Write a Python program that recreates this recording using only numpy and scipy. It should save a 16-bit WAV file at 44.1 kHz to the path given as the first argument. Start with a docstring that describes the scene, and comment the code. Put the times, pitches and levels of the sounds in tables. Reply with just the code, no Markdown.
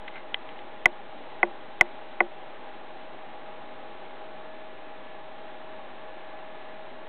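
"""A button on a small hand-held camera is pressed and released twice, close to the microphone. Each snap rings
the damped modes of the plastic case, and the loudest are clipped hard. Before that, a fingertip brushes the
case (friction noise) and a nail ticks on it (light impacts). The camera hovers over a snake's plastic tub in a
quiet room, where a fan-like rush runs on with a few thin tones that grow as the camera leans in. All is heard
through a narrow band."""
import sys
import numpy as np
from scipy import signal
from scipy.fft import rfft, irfft
from scipy.io import wavfile
from scipy.ndimage import uniform_filter1d

SR = 44100
rng = np.random.default_rng(int(sys.argv[2]) if len(sys.argv) > 2 else 0)


def transcribe(u):
    """Save the signal u as a 16-bit wav file named by the first command-line argument.

    u: samples, shape (n,) or (channels, n), limited to [-1, 1]; the rate is SR.
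    q: integer samples, one column per channel.
    """
    v = np.clip(np.atleast_2d(u).T, -1, 1)
    q = np.round(v * 32767).astype(np.int16)
    wavfile.write(sys.argv[1], SR, q)


N = 312228
TIME = np.arange(N) / SR
BAND_HZ = 4050  # upper edge of the pass band


def button(press_cycles=0.45, release_cycles=0.99, stiff_hz=70):
    """Snap-through buckling: the dome snaps down hard and springs back softly, ringing the same case."""
    # snaps of the dome: t/s, level/dB, 0 for a press or 1 for a release
    snaps = [(0.8573, 0.6, 0), (1.43, 0.6, 1), (1.8104, 1.0, 0), (2.2049, 0.3, 1)]
    # modes of the case: f/Hz, press level/dB, release level/dB, t60/s, sign at the microphone
    case_modes = [(124.8, -9, -51, 0.011, 1), (214, -39.5, -34.5, 0.15, 1), (350.6, -29.5, -22.5, .16, -1),
                  (416, -35.5, -27.5, 0.074, 1), (499.3, -28, -23.5, 0.06, -1), (570, -45, -29.5, 0.12, 1),
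                  (611, -32, -32.5, 0.16, -1), (725.6, -11, -8, 0.029, 1), (808, -12.5, -8.5, 0.017, -1),
                  (951, -20.5, -19, 0.042, 1), (1110, -19, -16.5, 0.03, -1), (1484, -15.5, -16, 0.03, 1),
                  (1773, -25.5, -31, .036, -1), (1964, -2.5, -9, 0.015, -1), (2038.6, 5, 0.5, 0.015, 1),
                  (2536, -18, -21.5, 0.016, -1), (3166, -12.5, -29, 0.0092, -1)]
    out = 0
    for start, db, release in snaps:
        modes = [(hz, up_db if release else down_db, t60, side)
                 for hz, down_db, up_db, t60, side in case_modes]
        out = out + undb(db) * ring(start, modes, release_cycles if release else press_cycles)
    # the small stiff case carries no bass
    return signal.sosfilt(signal.butter(2, stiff_hz, "high", fs=SR, output="sos"), out)


def ring(start, modes, rise_cycles):
    """Modal superposition: each damped mode builds up as the blow spreads through the plastic."""
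    out = np.zeros(N)
    first = int(start * SR)
    age = TIME[:SR // 3]
    for hz, db, t60, side in modes:
        rise = 1 - np.exp(-age * hz / rise_cycles)
        decay = np.exp(-np.log(1000) * age / t60)
        mode = rise * decay * np.sin(2 * np.pi * hz * age)
        out[first:first + len(age)] += np.sign(side) * undb(db) * mode
    return out


def nail_ticks(bounce_s=0.0017, bounce_db=-12, bounce_brightness=0.43):
    """Inelastic rebound: the nail bounces once per tick, and its second touch is weaker and duller."""
    # light fingernail ticks: t/s, level/dB, cutoff f/Hz
    ticks = [(.0786, -19.5, 1500), (.3438, -10.5, 5000), (.4903, -26.5, 2200), (0.5903, -27.5, 2200)]
    out = 0
    for start, db, bright_hz in ticks:
        out = out + nail_impact(start, db, bright_hz)
        out = out + nail_impact(start + bounce_s, db + bounce_db, bright_hz * bounce_brightness)
    return out


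def nail_impact(start, db, bright_hz, rise_cycles=0.4):
    """Contact time acts as a low-pass filter: a softer touch rings the shell's high modes less."""
    # modes of the shell: f/Hz, level/dB, t60/s, sign at the microphone
    shell_modes = [(850, -10, 0.0093, 1), (1600, -14, 0.0078, -1), (2030, -9.5, 0.025, 1),
                   (2420, -13, 0.015, -1), (3140, 0.5, 0.0094, 1)]
    contact = signal.butter(2, bright_hz, fs=SR, output="sos")
    return undb(db) * signal.sosfilt(contact, ring(start, shell_modes, rise_cycles))


def fingertip(grip_db=3.0, edge_db=-24):
    """Sliding friction: the noise follows the finger's pressure and flutters with its uneven grip."""
    # strokes on the case: t/s at the firmest pressure, level/dB, duration/s
    strokes = [(.0828, -39.5, .028), (0.164, -42, 0.13)]
    # friction spectrum: f/Hz, relative level/dB
    slide_spectrum = [(700, -23), (1400, -6), (1850, -9.5), (2100, 1), (2800, -13), (3800, -15.5)]
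    pressure = 0
    for peak, db, length in strokes:
        from_peak = np.abs(TIME - peak) / (length / 2)  # 1 at either edge of the stroke
        pressure = pressure + undb(db + edge_db * from_peak)
    return noise(slide_spectrum) * pressure * undb(grip_db * walk(250))


def room_air(level_db=-45.5, swell_db=0.34):
    """Broadband flow noise: moving air and hiss make a nearly steady rush, coloured by the walls."""
    # spectrum of air and hiss: f/Hz, relative spectral level/dB
    air_spectrum = [(25, -16.5), (90, -16.5), (200, -7), (330, -1.5), (480, -2.5), (610, -0.5), (700, -5),
                    (790, 3.5), (880, -2.5), (1100, -5.5), (1350, -8.5), (2000, -10.5), (2800, -13.5),
                    (3800, -16.5)]
    return walls(noise(air_spectrum)) * undb(level_db + swell_db * walk(4.5))


def walls(direct, echo_db=-21, dull_hz=1400, count=12):
    """Comb filtering: dull reflections interfere with the direct sound and ripple its spectrum."""
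    dull = signal.sosfilt(signal.butter(1, dull_hz, fs=SR, output="sos"), direct)
    lags = rng.uniform(0.00503, 0.05, count) * SR
    return direct + undb(echo_db) * sum(np.roll(dull, int(lag)) for lag in lags)


def fan_tones(drift_hz=0.9, lean_start_s=2.1, lean_length_s=4):
    """Tonal fan noise: thin tones waver, and their levels depend on the camera's place in the field."""
    # fan tones: f/Hz, level/dB, gain when leant in/dB, rms waver/dB
    tones = [(631.2, -53.5, 3.5, 1.5), (826.8, -54.7, .4, 2), (1124, -69, 4, 2), (1614, -74.5, 2, 4),
             (1720, -68.5, 8, 1.7), (1920, -74.5, 4, 1.5)]
    progress = np.clip((TIME - lean_start_s) / lean_length_s, 0, 1)
    lean = (1 - np.cos(np.pi * progress)) / 2  # one smooth move in over the tub
    out = 0
    for hz, db, lean_db, waver_db in tones:
        phase = 2 * np.pi * np.cumsum(hz + drift_hz * walk(9)) / SR
        rms = undb(db + lean_db * lean + waver_db * walk(7.6))
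        out = out + np.sqrt(2) * rms * np.sin(phase)
    return out


def noise(spectrum):
    """Spectral shaping: white noise takes on a curve of (f/Hz, level/dB) points, at unit rms."""
    hz, db = np.transpose(spectrum)
    bin_hz = np.maximum(np.fft.rfftfreq(N, 1 / SR), 1)
    gain = undb(np.interp(np.log(bin_hz), np.log(hz), db)) * (bin_hz < BAND_HZ * 1.25)
    shaped = irfft(rfft(rng.standard_normal(N)) * gain, N)
    return shaped / shaped.std()


def walk(rate_hz):
    """Moving averages smooth random steps into a wander of unit standard deviation."""
    hold = int(SR / rate_hz)
    steps = np.repeat(rng.standard_normal(N // hold + 1), hold)
    smooth = uniform_filter1d(uniform_filter1d(steps, hold), hold)[:N]
    return smooth / smooth.std()


def undb(db):
    """Amplitude ratio of a level in decibels."""
    return 10 ** (np.asarray(db) / 20)


def scene():
    """Linear superposition: handling sounds at the microphone add to the room in one channel."""
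    return (button() + nail_ticks() + fingertip() + room_air() + fan_tones())[None]


def record(dry, clip_level=0.78, dc_offset=-0.011, top_hz=16000):
    """Band limiting, then hard clipping: the loudest snaps spit distortion above the narrow band."""
    taps = signal.firwin(201, BAND_HZ, window="blackman", fs=SR)
    narrow = signal.fftconvolve(dry, taps[None], "same")
    clipped = np.clip(narrow + dc_offset, -clip_level, clip_level)
    return signal.sosfilt(signal.ellip(8, 0.2, 70, top_hz, fs=SR, output="sos"), clipped)


dry = scene()
out = record(dry)
transcribe(out)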